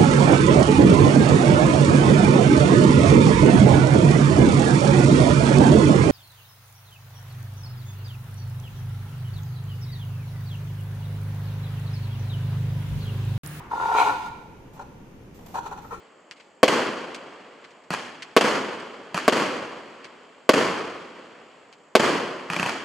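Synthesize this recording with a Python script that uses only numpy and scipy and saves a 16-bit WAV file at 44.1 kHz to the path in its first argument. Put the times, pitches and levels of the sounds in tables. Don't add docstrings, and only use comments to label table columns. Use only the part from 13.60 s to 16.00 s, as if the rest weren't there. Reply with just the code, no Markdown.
import sys
import numpy as np
from scipy import signal
from scipy.fft import rfft, irfft
from scipy.io import wavfile
from scipy.ndimage import uniform_filter1d

SR = 44100
rng = np.random.default_rng(int(sys.argv[2]) if len(sys.argv) > 2 else 0)


def transcribe(signal):
    frames = np.atleast_2d(signal).T
    limited = np.clip(frames, -1, 1)
    pcm = np.round(limited * 32767).astype(np.int16)
    wavfile.write(sys.argv[1], SR, pcm)


N = 105840
T = np.arange(N) / SR
HZ = np.maximum(np.arange(N // 2 + 1) * SR / N, 1)


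def from_db(db):
    return 10 ** (np.asarray(db) / 20)


def rms_one(x):
    return x / np.sqrt(np.mean(x ** 2) + 1e-20)


def at_hz(points, hz=HZ):
    freqs, values = np.transpose(points)
    return np.interp(np.log(hz), np.log(freqs), values)


def level(curve):
    return from_db(np.interp(T, *np.transpose(curve), left=-np.inf, right=-np.inf))


def decay(t60_s):
    return np.exp(-np.log(1000) * T / t60_s)


def pan(db):
    return from_db(np.array([[.5], [-.5]]) * db)


def white():
    return rng.standard_normal((2, N))


def stereo(pair, likeness):
    mid, side = pair
    return np.sqrt(1 + likeness) * mid + np.sqrt(1 - likeness) * side * np.array([[1], [-1]])


def coloured(pair, spectrum, likeness, pan_db=0):
    return rms_one(irfft(stereo(rfft(pair), likeness) * from_db(at_hz(spectrum)) * pan(pan_db), N))


# freq_hz, relative_db
ROOM_TONE = [(25, -6), (90, -2.5), (170, -2), (290, -6), (510, -10), (620, -18), (900, -18.5),
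             (1500, -24.5), (2700, -27), (4200, -37.5), (6600, -35.5), (7600, -43), (15000, -43)]
LINGER = [(300, -38), (700, 0.5), (950, 7.5), (1400, 1), (2500, -8.5), (4000, -21.5), (10000, -32.5)]
# freq_hz, likeness
TONE_LIKENESS = [(50, 0.98), (300, 0.89), (900, 0.17), (2500, 0.05), (15000, 0.024)]
REVERB_LIKENESS = [(200, 1), (900, 0.26), (2000, 0.31), (15000, 0)]


def room_tone():
    linger = from_db(-43) * decay(t60_s=1) * coloured(white(), LINGER, at_hz(REVERB_LIKENESS))
    return linger + from_db(-46) * coloured(white(), ROOM_TONE, at_hz(TONE_LIKENESS))


def grains(per_s=2500, spread_db=1, flutter_db=0, flutter_hz=23.3):
    lowpass = signal.butter(2, flutter_hz, fs=SR, output="sos")
    flutter = rms_one(signal.sosfilt(lowpass, rng.standard_normal(N)))
    sizes = from_db(spread_db * np.minimum(rng.exponential(1, (2, N)), 4) + flutter_db * flutter)
    contacts = rng.random((2, N)) < per_s / SR
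    return contacts * sizes * rng.choice([-1, 1], (2, N))


# freq_hz, left_over_right_db
GRIT_PAN = [(1000, 3), (2400, -5), (4000, -2), (6800, -5.5), (10000, -0.5), (15000, 5)]


def grit(spectrum):
    plastic_ring = white() * decay(t60_s=.035)
    scratch = signal.fftconvolve(grains(), plastic_ring, axes=1)[:, :N]
    return coloured(scratch, spectrum, likeness=0.15, pan_db=at_hz(GRIT_PAN))


def shell(force, modes):
    sound = 0
    for k, (pitch_hz, width_hz, level_db, side_db, lag_ms) in enumerate(modes):
        radius = np.exp(-np.pi * width_hz / SR)
        gain = (1 - radius ** 2) / 2
        resonator = [gain, 0, -gain, 1, -2 * radius * np.cos(2 * np.pi * pitch_hz / SR), radius ** 2]
        right = signal.sosfilt([resonator, resonator], force + 1e-18)
        left = np.interp(T - lag_ms / 1000, T, right)
        sound = sound + (-1) ** k * from_db(level_db) * pan(side_db) * np.array([left, right])
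    return sound


def rubbed(modes):
    ring = shell(grains()[0], modes)
    power = uniform_filter1d(np.mean(ring ** 2, axis=0), size=600)
    return ring / np.sqrt(power + 1e-14)


# time_s, level_db
TURN_RING_LEVEL = [(.104, -47), (.118, -29), (.19, -32.5), (.225, -27.5), (.28, -27.5), (.33, -22.5),
                   (.385, -18.5), (.425, -20.5), (.445, -25), (.47, -23), (.52, -24.5), (.57, -36),
                   (.62, -56), (.665, -33), (.71, -51), (.76, -99)]
TURN_GRIT_LEVEL = [(.09, -70), (.115, -52.5), (.19, -50), (.23, -45.5), (.32, -45.5), (.36, -39.5),
                   (.385, -35), (.42, -36), (.44, -40), (.475, -38.5), (.55, -47.5), (.62, -51.5),
                   (.678, -49), (.71, -69)]
# freq_hz, relative_db
TURN_GRIT_SPECTRUM = [(300, -3), (1200, -7), (1800, 5), (2050, 14), (2500, 16.5), (3100, 10), (3900, 12),
                      (5000, 8), (6900, 5.5), (9200, 0), (15000, -6.5)]
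# pitch_hz, width_hz, relative_db, left_over_right_db, left_lag_ms
RESTING_MODES = [(299.5, 67, -22, -5, 0.02), (419.7, 65, -14, -1, 0.16), (526, 70, -17, -3.5, 0.097),
                 (744, 113, -9, 2.5, 0.22), (834.3, 58, -6, 1.5, 0.059), (906.5, 74.3, 2.5, 1.5, 0.11),
                 (1001, 203, -6.5, 2.5, 0.17), (1391.3, 91.7, -7, 7, 0), (1459, 37, -3, 3.5, 1),
                 (1770, 280, -23, 0, 0.14)]
WALL_MODES = [(2328, 157, -1, 4.5, 0.022), (2525, 69, -7.5, -10, 0), (2826, 180, -11, 8, 0),
              (3200, 110, -15, -4, 0.068), (3630, 170, -19, 5, 0.046), (3930, 120, -13, 5, 0.045),
              (4095, 130, -16, -13, 0.043), (6800, 170, -16, -3, 0.054)]


def turn(rasp_over_grit_db=6, rasp_growth=2.3):
    ring = level(TURN_RING_LEVEL) * rubbed(RESTING_MODES)
    force = level(TURN_GRIT_LEVEL)
    scratch = force * grit(TURN_GRIT_SPECTRUM)
    rasp_peak = from_db(rasp_over_grit_db) * force.max()
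    rasp = rasp_peak * (force / force.max()) ** rasp_growth * rubbed(WALL_MODES)
    return ring + scratch + rasp


# freq_hz, t60_s
REVERB_DECAY = [(200, 1), (900, 1), (2500, 1), (6000, 0.78), (14000, 1)]
# freq_hz, re_direct_db
REVERB_LEVEL = [(200, -6.5), (900, -8), (2500, -4), (6000, -5.5), (14000, -11)]
# freq_hz, left_over_right_db
REVERB_PAN = [(300, 2.5), (900, -1), (2500, -5), (8000, -4.5)]


def reverb(direct, build_s=0.0055):
    noise = stereo(rfft(white()), at_hz(REVERB_LIKENESS)) / np.sqrt(2)
    tail = 0
    for hz in np.geomspace(125, 16000, 8):
        octave = irfft(noise * np.maximum(1 - np.abs(np.log2(HZ / hz)), 0), N)
        fade = decay(at_hz(REVERB_DECAY, hz)) * (1 - np.exp(-T / build_s))
        gain = from_db(at_hz(REVERB_LEVEL, hz)) * pan(at_hz(REVERB_PAN, hz))
        tail = tail + gain * octave * fade / np.linalg.norm(fade)
    return signal.fftconvolve(direct.mean(axis=0)[None], tail, axes=1)[:, :N]


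# start_s, peak_db
KNOCKS = [(.113, -21), (.132, -17), (.176, -23), (.199, -17), (.21, -18), (.223, -19), (.233, -18),
          (.254, -15), (.284, -20), (.294, -19), (.314, -17), (.347, -15), (.363, -10), (.384, -8),
          (.398, -11), (.413, -8), (.427, -9), (.459, -13), (.469, -16), (.492, -16), (.506, -15),
          (1.195, -30), (1.943, -27), (1.952, -26), (1.984, -23), (2.06, -28), (2.114, -29), (2.125, -26),
          (2.178, -34)]


def knocks(widening=1.204):
    force = np.zeros(N)
    for start_s, peak_db in KNOCKS:
        force[int(start_s * SR)] += from_db(peak_db)
    modes = [(hz, width_hz * widening, *rest) for hz, width_hz, *rest in RESTING_MODES]
    unit_peak = np.abs(shell(signal.unit_impulse(N), modes)).max()
    return shell(force, modes) / unit_peak


def strokes(rows, attack_s=.004, release_s=.008):
    body, treble = np.zeros((2, N))
    for start_s, length_s, body_db, treble_db in rows:
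        rise = np.clip((T - start_s) / attack_s + 1, 0, 1)
        fall = np.exp(-np.maximum(T - start_s - length_s, 0) / release_s)
        body += from_db(body_db) * rise * fall
        treble += from_db(treble_db) * rise * fall
    return body, treble


# start_s, length_s, rustle_db, hiss_db
BRUSHES = [(1.135, 0.031, -52, -62), (1.745, 0.033, -66, -59), (1.791, 0.0038, -47, -68),
           (1.81, 0.051, -58, -64), (1.863, 0.0083, -47.5, -52.5), (1.885, 0.1, -53, -58),
           (2.0, 0.22, -59, -72), (2.22, 0.125, -63, -61.5)]
# freq_hz, relative_db
SKIN_RUSTLE = [(100, -10), (350, 3), (850, 8), (1500, -10), (3000, -14.5), (8000, -22)]
SKIN_HISS = [(300, -5), (1500, 2), (4000, -1.5), (7500, 0), (9500, -10), (12000, -7), (13000, 5),
             (15500, -8)]


def fingers():
    rustle_gain, hiss_gain = strokes(BRUSHES)
    rustle = rustle_gain * coloured(grains(), SKIN_RUSTLE, likeness=0.45)
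    return rustle + hiss_gain * coloured(white(), SKIN_HISS, likeness=0.067)


# start_s, length_s, ring_db, grit_db
SLIPS = [(1.165, 0.023, -49, -59), (1.195, 0.03, -40.5, -55), (1.944, 0.047, -30, -43),
         (2.033, 0.03, -42, -52), (2.061, .02, -40.5, -47.5), (2.112, 0.024, -37, -49.5),
         (2.176, 0.016, -41.5, -51)]
# pitch_hz, width_hz, relative_db, left_over_right_db, left_lag_ms
GRIPPED_MODES = [(402, 30, -6, -3, 0.056), (572, 88, -9.5, -1, 0.011), (758, 80, -2, 2, .1),
                 (910, 197, 2.5, 3, 0.21), (1035, 104, -7.5, -6, .15), (1380, 255, -10.5, 8, 0.047),
                 (1830, 160, -23, 2, 0.2)]
# freq_hz, relative_db
SLIP_GRIT_SPECTRUM = [(300, 7.5), (1700, 5), (2000, -4), (2450, 10.5), (3200, -3.5), (4100, 3.5),
                      (4900, -10), (5800, 0.5), (7100, -1.5), (9200, -11), (15000, -17)]


def slips():
    ring_gain, grit_gain = strokes(SLIPS)
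    return ring_gain * rubbed(GRIPPED_MODES) + grit_gain * grit(SLIP_GRIT_SPECTRUM)


# start_s, length_s, ring_db, grit_db
SCUFFS = [(2.062, 0.0072, -40.5, -70), (2.215, 0.028, -64, -61.5), (2.248, 0.0079, -42, -66),
          (2.311, .013, -34.5, -53.5), (2.327, 0.0039, -35, -54), (2.336, 0.014, -38.5, -50),
          (2.36, 0.028, -71, -57)]
# pitch_hz, width_hz, relative_db, left_over_right_db, left_lag_ms
TILTED_MODES = [(463, 105, 0.5, -3, 0.015), (560, 72, -16, -11, 0), (730, 350, -7, 8, 0.11),
                (890, 110, -4, -14, 0.089), (1036, 240, 0, 5, 0.2), (1331, 110, 3.5, 14.5, 0),
                (1840, 120, -9.5, -8, 0.055)]


def scuffs():
    ring_gain, grit_gain = strokes(SCUFFS)
    return ring_gain * rubbed(TILTED_MODES) + grit_gain * grit(SLIP_GRIT_SPECTRUM)


def scene(grip_send_db=0.5):
    turning = turn() + knocks()
    gripping = slips() + scuffs() + fingers()
    reflections = reverb(turning + from_db(grip_send_db) * gripping)
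    return turning + gripping + reflections + room_tone()


def record(dry, cutoff_hz=15300):
    return signal.sosfilt(signal.ellip(10, .2, 80, cutoff_hz, fs=SR, output="sos"), dry)


dry = scene()
out = record(dry)
transcribe(out)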